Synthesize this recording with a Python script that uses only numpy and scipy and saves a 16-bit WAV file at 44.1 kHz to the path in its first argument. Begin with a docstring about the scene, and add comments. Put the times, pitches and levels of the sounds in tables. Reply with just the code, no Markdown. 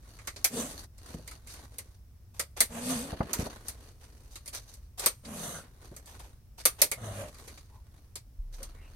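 """Plastic curtain hooks tick on a rail and snap into its slot in a small, padded van cabin.
Snaps are chattering bursts with rail rings plus a panel knock; slides are rasp, zip and stick-slip judder.
Thick cloth rustles and brushes as random friction grains, creaks as narrow noise and thumps as low pushes
with slaps. Underneath: a low steady rumble with faint hiss, and late on two decaying low tones."""
import sys
import numpy as np
from scipy import signal
from scipy.fft import rfft, irfft, next_fast_len
from scipy.io import wavfile

SR = 44100
rng = np.random.default_rng(int(sys.argv[2]) if len(sys.argv) > 2 else 0)


def store_pcm(level_fs):
    """Save levels as 16-bit WAV."""
    pcm = np.round(np.clip(level_fs, -1, 1) * 32767).astype(np.int16)
    wavfile.write(sys.argv[1], SR, np.atleast_2d(pcm).T)


N = 394781
TIME = np.arange(N) / SR
HIT = TIME[:SR // 3]  # time axis of one short event
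SPLIT_HZ, CUTOFF_HZ = 3890, 16000  # dull/bright crossover, top of the sound
CABIN_T60_S = 0.1

# sharp, short rings of hook and rail, nominal: [f/Hz, width/Hz, lift/dB]
RAIL_RINGS = [(4450, 1300, 7.5), (6130, 450, 6), (8950, 1200, 7.5), (13000, 1100, 3)]
# cloth friction spectrum before rings and band weights: [f/Hz, relative density/dB]
RUB_SPECTRUM = [(130, -25.5), (220, 3.5), (400, 1), (1000, -2), (3000, -11.5), (8700, -15), (16000, -13.5)]


def from_db(db):
    """Decibels to gain."""
    return 10 ** (np.asarray(db) / 20)


def rms_one(x):
    """Scale to unit rms."""
    return x / np.sqrt(np.mean(x ** 2) + 1e-20)


def freqs(size):
    """Frequencies of a real FFT in Hz, at least 1."""
    return np.maximum(np.fft.rfftfreq(size, 1 / SR), 1)


def at_hz(points, hz):
    """Read a spectrum on a log-frequency axis."""
    f, value = np.transpose(points)
    return np.interp(np.log(hz), np.log(f), value)


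def band(x, low_hz, high_hz, order=2):
    """Causal band-pass."""
    edges_hz = [low_hz, min(high_hz, .45 * SR)]
    sos = signal.butter(order, edges_hz, "band", fs=SR, output="sos")
    return signal.sosfilt(sos, x + 1e-18)


def drift(rate, size=N):
    """Random values drawn `rate` times per second, joined by straight lines."""
    knots = rng.standard_normal(size // 20)
    return np.interp(TIME[:size] * rate, np.arange(len(knots)), knots)


def narrow_noise(phase, slip_rate):
    """Uneven slips spread a pitch into a narrow band."""
    parts = (drift(rate=slip_rate, size=len(phase)) * wave(phase) for wave in (np.sin, np.cos))
    return rms_one(sum(parts))


def add(out, s, sound):
    """Mix a sound in at a time."""
    i = max(round(s * SR), 0)
    out[:, i:i + sound.shape[1]] += sound[:, :N - i]


def colour(x, gain_db):
    """Causal (minimum-phase) filter with a given gain on the FFT grid."""
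    size = x.shape[-1]
    cepstrum = irfft(np.log(from_db(gain_db)), size)
    cepstrum[..., 1:size // 2] *= 2
    cepstrum[..., size // 2 + 1:] = 0
    return irfft(rfft(x) * np.exp(rfft(cepstrum)), size)


def diffuse(size):
    """Stereo noise as a cabin delivers it: alike in the bass, nearly unrelated in the treble."""
    # left-right correlation: [f/Hz, likeness]
    likeness = [(80, .97), (550, .88), (850, .25), (4000, .03)]
    mid, side = rfft(rng.standard_normal((2, size)))
    alike = at_hz(likeness, freqs(size)).clip(-1, 1)
    spectra = np.sqrt(1 + alike) * mid + np.sqrt(1 - alike) * side * [[1], [-1]]
    return irfft(spectra, size) / np.sqrt(2)


def peak(hz, centre_hz, width_hz):
    """Shape of one resonance, 1 on top."""
    return 1 / (1 + (2 * (hz - centre_hz) / width_hz) ** 2)


def rings_db(rings, hz):
    """Lift from a set of resonances; their pitch and strength vary with the spot touched."""
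    detune, uneven = .025, .4
    total_db = 0
    for f, width, lift in rings:
        spot_lift = lift * (1 + uneven * rng.uniform(-1.5, 1))
        spot_hz = f * (1 + detune * rng.uniform(-1, 1))
        total_db = total_db + spot_lift * peak(hz, spot_hz, width)
    return total_db


def channels_db(hz):
    """Left and right each have a colour of their own."""
    # level balance: [f/Hz, left minus right/dB]
    balance = [(700, 2), (1600, -3.5), (3000, -1), (4700, 5.5), (5900, -7.5), (7700, -7), (8600, 4.5),
               (9700, 4.5), (12000, -3.5), (15000, -5.5)]
    return at_hz(balance, hz) * np.array([[.5], [-.5]])


def comb_db(hz, depth_db):
    """Near walls reinforce some frequencies and cancel others, differently at each spot and channel."""
    delays_s = np.geomspace(.0002, .009, 12)[:, None] * rng.uniform(.5, 1, (2, 12, 1))
    grid_hz = np.linspace(0, SR / 2, 2000)
    combs = np.cos(2 * np.pi * (grid_hz * delays_s + rng.random((12, 1)))).sum(axis=1)
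    return depth_db * np.array([np.interp(hz, grid_hz, rms_one(comb)) for comb in combs])


def cabin(rise_s, t60):
    """Dense reflections build up and die fast in the upholstery; a faint tail stays."""
    tail_db, tail_t60_s = -43.0, 0.98
    decay = from_db(-60 * HIT / t60) + from_db(tail_db - 60 * HIT / tail_t60_s)
    return diffuse(len(HIT)) * (1 - np.exp(-HIT / rise_s)) * decay


def friction(spectrum, per_s, spread_db, rail_share, depth_db):
    """Fibres and edges catch at random; the cabin smears each crisp grain and the rail colours it."""
    catch_s, direct_share = .0012, .42  # decay of a catch's power, share of power arriving directly
    size = next_fast_len(N, True)
    hz, spots = freqs(size), []
    for _ in range(3):
        strength_db = spread_db * np.minimum(rng.exponential(1, size), 3)
        catches = (rng.random(size) < per_s / SR) * from_db(strength_db) ** 2
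        direct = signal.lfilter([1], [1, -np.exp(-1 / (catch_s * SR))], catches)
        smeared = signal.lfilter([1], [1, -from_db(-60 / (CABIN_T60_S * SR)) ** 2], catches)
        power = direct_share * direct / direct.mean() + (1 - direct_share) * smeared / smeared.mean()
        rail_db = rail_share * rings_db(RAIL_RINGS, hz)
        gain = from_db(at_hz(spectrum, hz) + rail_db + channels_db(hz) + comb_db(hz, depth_db))
        spots.append(irfft(rfft(diffuse(size) * np.sqrt(power)) * gain, size)[:, :N])
    # the contact wanders between spots that sound different
    weights = np.array([from_db(13 * drift(rate=14)) for _ in spots])
    weights /= np.linalg.norm(weights, axis=0)
    return sum(weight * spot for weight, spot in zip(weights, spots))


def two_bands(noise, low_hz, dull, bright, top_hz=12500, lumps_db=-0.77):
    """Weigh the dull and the bright half of a rubbing sound; the dull half is lumpy."""
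    lumpy = band(noise, low_hz, SPLIT_HZ, order=3) * from_db(lumps_db * drift(rate=160))
    crisp = band(noise, SPLIT_HZ, top_hz, order=3)
    return dull * rms_one(lumpy) + bright * rms_one(crisp)


def background(level_db=-52, hiss_lift_db=6):
    """Steady shaped noise, low rumble and faint hiss, plus low tones that start softly and decay."""
    # rumble and hiss spectrum before the hiss lift: [f/Hz, relative density/dB]
    hush = [(20, -14), (55, 0), (105, -7.5), (170, -21.5), (400, -34), (1200, -41.5), (3000, -47.5),
            (7500, -49), (12000, -45), (16000, -46)]
    # decaying tones, level before rise and decay: [t/s, f/Hz, level/dB, t60/s]
    sway = [(8.384, 32.33, -34, 1.97), (8.389, 43.8, -25.5, 0.15)]
    size = next_fast_len(N, True)
    hz = freqs(size)
    noise = colour(diffuse(size), at_hz(hush, hz) + hiss_lift_db * peak(hz, 5500, 1200))
    out = from_db(level_db) * rms_one(noise[:, :N])
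    for s, tone_hz, db, t60 in sway:
        age = (TIME - s).clip(0)
        swell = from_db(db - 60 * age / t60) * (1 - np.exp(-age / 0.011))
        out += swell * np.sin(2 * np.pi * tone_hz * age)
    return out


def cloth_moves():
    """Rub and swish gains; each gathering or shift of the cloth swells and ebbs in a rounded arch."""
    # moves, levels before the layer gains: [t/s, length/s, rub level/dB, swish re rub/dB]
    moves = [(0.0, 0.58, -65, -5.5), (0.67, 0.18, -56, -2), (0.977, 0.41, -60, -7), (1.439, 0.19, -64, -6),
             (1.6, 0.37, -71.5, -4.5), (3.026, 0.5, -55, -13.5), (3.368, 0.11, -54.5, -3.5),
             (3.472, 0.43, -60.5, -7), (3.914, 0.93, -69.5, -6), (5.5, 0.2, -62.5, -11),
             (5.69, 0.65, -67, -6.5), (6.713, 0.1, -60.5, -23), (7.191, 0.42, -59, -4),
             (7.592, 0.53, -72, -7), (8.523, 0.46, -64.5, -10.5)]
    flatness = 4.6
    rub, swish = np.zeros((2, N))
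    for s, length_s, db, bright_db in moves:
        from_middle = np.abs(2 * (TIME - s) / length_s - 1).clip(0, 4)
        gain = from_db(db) * np.exp(-from_middle ** flatness)
        rub += gain
        swish += gain * from_db(bright_db)
    return rub, swish


def cloth(swish_db=9, rub_db=4, uneven_db=3.5):
    """Folds rub over each other and along the rail, catching unevenly."""
    rub, swish = cloth_moves()
    grains = friction(RUB_SPECTRUM, per_s=330, spread_db=4.6, rail_share=.9, depth_db=3)
    rustle = two_bands(grains, 65, from_db(rub_db) * rub, from_db(swish_db) * swish)
    return rustle * from_db(uneven_db * drift(rate=20))


def scuffs(swish_db=-11, rub_db=-14, swell_s=0.022, lead_s=0.015):
    """Hooks and hem brush the rail; each brush swells and fades within a few hundredths of a second."""
    # brushes, level before the layer gains: [t/s, level/dB, extra rub/dB]
    brushes = [(1.495, -38.5, -4), (2.3524, -46, -1), (2.578, -32, 2), (3.675, -41, -4), (4.021, -47, 3),
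               (4.321, -46, -6), (4.542, -31, -2), (4.691, -41.5, -4.5), (4.989, -30.5, -4.5),
               (5.029, -32, 4.5), (6.083, -39, -0.5), (6.205, -43, 3.5), (6.589, -37, -0.5),
               (6.798, -35.5, 5.5), (8.539, -43, -3)]
    touch = np.zeros((2, N))  # rub and swish gains
    stroke = HIT / swell_s * np.exp(1 - HIT / swell_s)
    for s, level_db, extra_db in brushes:
        gains_db = [[level_db + extra_db + rub_db], [level_db + swish_db]]
        add(touch, s - lead_s, from_db(gains_db) * stroke)
    grains = friction(RUB_SPECTRUM, per_s=2300, spread_db=11, rail_share=1.0, depth_db=3.5)
    return two_bands(grains, 450, *touch)


def creaks(spread=.28):
    """Short narrow tones: the cloth creaks, and during slides the judder sings overtones; uneven slips spread
    each into a narrow band for a moment."""
    # creaks: [centre t/s, f/Hz, level/dB, Gaussian sigma/s]
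    slips = [(.575, 440, -42, .035), (1.594, 800, -54, .005), (5.572, 1430, -47, .025),
             (7.095, 640, -46.5, .025), (7.22, 590, -42, .035), (7.76, 950, -62, .03),
             (8.62, 500, -53, .016), (8.81, 2050, -65, .035), (8.85, 2720, -66, .03)]
    out, middle_s = np.zeros((2, N)), HIT.mean()
    for s, hz, db, sigma_s in slips:
        swell = from_db(db) * np.exp(-.5 * ((HIT - middle_s) / sigma_s) ** 2)
        creak = swell * narrow_noise(2 * np.pi * hz * HIT, spread * hz)
        add(out, s - middle_s, creak[None])
    return out


def thumps(push_db=-7, slap_db=-6, hardest_hz=12000, hardness=0.63):
    """Taut cloth and hands on the wall: one low push of air and a slap, duller when softer."""
    # thumps, levels before the push and slap gains: [t/s, level/dB, slap re level/dB]
    bumps = [(1.146, -30.5, -20), (1.19, -41.5, -7), (3.127, -28.5, -6.5), (3.2048, -20.5, -4.5),
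             (3.392, -22, -23), (3.427, -29.5, -16), (3.463, -34, 1), (5.916, -39, -8)]
    # slap spectrum before the band-pass: [f/Hz, relative density/dB]
    slap_spectrum = [(200, -20), (600, 8.5), (1000, -2), (2000, -12), (5000, -46)]
    out = np.zeros((2, N))
    for s, level_db, rel_db in bumps:
        shove = np.exp(-HIT / 0.0018) * 1.38 + cabin(rise_s=0.00088, t60=0.22)
        push = band(shove, 52, 272)
        slap = colour(cabin(rise_s=0.00068, t60=0.071), at_hz(slap_spectrum, freqs(len(HIT))))
        slap = band(slap, 16, hardest_hz * from_db(hardness * (level_db + rel_db)), order=3)
        push *= from_db(push_db) / push[:, HIT < .02].std()
        slap *= from_db(rel_db + slap_db) / slap[:, HIT < .02].std()
        add(out, s, from_db(level_db) * (push + slap))
    return out


def pull_speed(start_s, rise_s, hold_s, release_s):
    """The hand speeds up, holds and slows to rest: 0 to 1."""
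    age = TIME - start_s
    slowing = (age - rise_s - hold_s).clip(0) / release_s
    return (age / rise_s).clip(0, 1) * np.exp(-2 * slowing ** 2)


def pulls():
    """Hiss, scrape and judder gains and zip pitch, each following a power of a wavering speed; judder
    steadiness is set per stroke from its start onward."""
    # pulls, levels before the layer gains: [t/s, rise/s, hold/s, release/s, hiss/dB, scrape/dB, judder/dB,
    # judder fade/(dB/s), judder steadiness 0-1, zip f at unit speed/Hz]
    strokes = [(0.495, 0.096, 0.0067, 0.14, -37, -39.5, -35, 28, 0.09, 8400),
               (2.687, 0.21, 0.064, 0.14, -39, -37.5, -35, 1.5, 1, 8900),
               (5.229, 0.13, 0.17, 0.1, -43, -43, -37, 48, 0.14, 11100),
               (6.956, 0.12, 0.13, 0.095, -49.5, -43, -35, 36, 0.9, 9650)]
    hiss_power, scrape_power, judder_power, zip_power = 0.99, 0.72, 0.91, 0.085
    hiss, scrape, judder, steady, zip_hz = np.zeros((5, N))
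    uneven = from_db(1.9 * drift(rate=22))
    for (s, rise_s, hold_s, release_s, hiss_db, scrape_db, judder_db,
         fade_db_per_s, steadiness, top_hz) in strokes:
        speed = pull_speed(s, rise_s, hold_s, release_s) * uneven
        faded_db = judder_db - fade_db_per_s * (TIME - s).clip(0, 1)
        hiss += from_db(hiss_db) * speed ** hiss_power
        scrape += from_db(scrape_db) * speed ** scrape_power
        judder += from_db(faded_db) * speed ** judder_power
        steady[TIME >= s] = np.clip(steadiness, 0, 1)
        zip_hz += top_hz * speed ** zip_power
    return hiss, scrape, judder, steady, zip_hz


def slides(hiss_db=0.0, scrape_db=-1.5, judder_db=-1, rumble_db=-1, jitter=0.03326,
           overtone_db=-15, zip_db=-8):
    """The hook rasps along the slot, zips higher with speed, and sticks and slips in a rumble or hum."""
    # rasp spectrum before rings and band weights: [f/Hz, relative density/dB]
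    rasp_spectrum = [(180, 9), (320, -7.5), (500, 1.5), (800, -3.5), (2000, -8), (4400, -20.5),
                     (7300, -18.5), (12900, -21.5), (16000, -41)]
    # stick-slip rate before jitter: [t/s, f/Hz]
    slip_rate = [(.52, 220), (.75, 271.7), (2.79, 231.3), (2.914, 259), (2.978, 223.4), (3.04, 290),
                 (5.28, 229.5), (5.45, 172.2), (6.98, 118), (7.2, 94.6)]
    grains = friction(rasp_spectrum, per_s=1600, spread_db=1.5, rail_share=0.91, depth_db=4.5)
    hiss, scrape, shake, steady, zip_hz = pulls()
    rasp = two_bands(grains, 162, from_db(scrape_db) * scrape, from_db(hiss_db) * hiss, top_hz=16900)
    zip_phase = 2 * np.pi * np.cumsum(zip_hz) / SR
    zipping = np.array([narrow_noise(zip_phase, 2000) for _ in range(2)])
    slip_hz = np.interp(TIME, *np.transpose(slip_rate)) * (1 + jitter * drift(rate=24))
    phase = 2 * np.pi * np.cumsum(slip_hz) / SR
    tones = np.sin(phase) + from_db(overtone_db) * np.sin(2 * phase)
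    hum = rms_one(tones * from_db(2.0 * drift(rate=57)))
    # uneven slips spread the hum and its octave into a low rumble
    rumble = rms_one(sum(narrow_noise(k * phase, 140) / k ** 2.36 for k in (1, 2)))
    steady_part = from_db(judder_db) * np.sqrt(steady) * hum
    uneven_part = from_db(rumble_db) * np.sqrt(1 - steady) * rumble
    return rasp + from_db(zip_db) * hiss * zipping + shake * (steady_part + uneven_part)


def chatter(crack_s=0.00077, gap_s=.0016, rebound=0.52, count=5):
    """A hook seats in a quick, uneven run of mostly weakening contacts."""
    gaps = gap_s * 2 ** rng.uniform(-0.61, 1, (count, 1))
    age = HIT - (np.cumsum(gaps, axis=0) - gaps)
    strength = rebound ** (np.arange(count)[:, None] * rng.uniform(.5, 1, (count, 1)))
    return (strength * (age >= 0) * np.exp(-np.abs(age) / crack_s)).sum(axis=0)


def snaps(crack=2.5, bright_db=-10, soft_db=0.38, depth_db=2.5, knock_db=-22, knock_follows=0.83):
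    """A hook springs past the lip and chatters into its seat; rail rings, panel behind knocks."""
    # hook clicks, levels before the tick and knock gains: [t/s, level/dB, extra panel knock/dB]
    clicks = [(0.187, -52.5, 13.5), (0.2729, -27, 7), (0.361, -46.5, 15.5), (0.4436, -9, 0),
              (0.9815, -45.5, -5), (1.061, -46, 4.5), (1.121, -56, 0), (1.276, -34, 2.5), (1.312, -38.5, 4),
              (1.472, -38.5, -3), (1.538, -38.5, 0.5), (1.567, -52, 7), (1.784, -26, -3.5),
              (2.3952, -18.5, 4), (2.605, -6, 0.5), (3.332, -17, 1.5), (3.683, -23.5, -5), (4.356, -35, 4),
              (4.459, -35.5, -4.5), (4.478, -29, -5), (4.548, -30, -10), (4.739, -39.5, -9),
              (4.995, -24, -0.5), (5.0602, -8, 2), (5.249, -49.5, 14), (5.964, -34.5, -4),
              (6.059, -42, -20), (6.194, -43, -13), (6.654, -5.5, 1), (6.8171, -4, -0.5),
              (6.9151, -18.5, 3), (7.344, -46, 4), (7.479, -39.5, 3.5), (7.574, -55.5, 16.5),
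              (8.1557, -28.5, 0), (8.6298, -31, 0)]
    # click spectrum before rings: [f/Hz, relative density/dB]
    click_spectrum = [(150, -11.5), (500, -13.5), (2000, -18.5), (3100, -15.5), (5200, -9.5), (9000, -2.5),
                      (12500, -0.5), (15500, -12)]
    # hollow rings of the panel behind the rail, nominal: [f/Hz, width/Hz, lift/dB]
    panel_rings = [(545, 210, 8), (1204, 420, 8), (2130, 720, 12.5)]
    # extra lift of the panel's lowest ring, which depends on the spot: [t/s, lift/dB]
    boom = [(0.44, -4), (6.8, 3.5), (8.15, -4)]
    out, hz, onset = np.zeros((2, N)), freqs(len(HIT)), HIT < .01
    for s, level_db, extra_db in clicks:
        body_db = at_hz(click_spectrum, hz) + rings_db(RAIL_RINGS + panel_rings, hz)
        body_db = body_db + channels_db(hz) + comb_db(hz, depth_db)
        burst = crack * chatter() * diffuse(len(HIT)) + cabin(rise_s=0.0016, t60=CABIN_T60_S)
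        dulling_db = soft_db * level_db * (hz / CUTOFF_HZ) ** 2  # softer ticks lose treble
        tick = band(colour(burst, body_db + dulling_db), SPLIT_HZ, SR / 2)
        boom_db = np.interp(s, *np.transpose(boom)) * peak(hz, *panel_rings[0][:2])
        knock = band(colour(cabin(rise_s=0.0018, t60=0.11), body_db + boom_db), 240, SPLIT_HZ)
        tick *= from_db(level_db + bright_db) / tick[:, onset].std()
        # the knock grows more slowly than the click, so light touches sound duller
        knock_level_db = knock_db + knock_follows * level_db + extra_db
        knock *= from_db(knock_level_db) / knock[:, HIT < .02].std()
        add(out, s, tick + knock)
    return out


def scene():
    """Everything heard in the cabin."""
    return background() + cloth() + scuffs() + creaks() + thumps() + slides() + snaps()


def record(dry):
    """The top is cut steeply."""
    return signal.sosfilt(signal.ellip(10, .1, 80, CUTOFF_HZ, fs=SR, output="sos"), dry)


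dry = scene()
out = record(dry)
store_pcm(out)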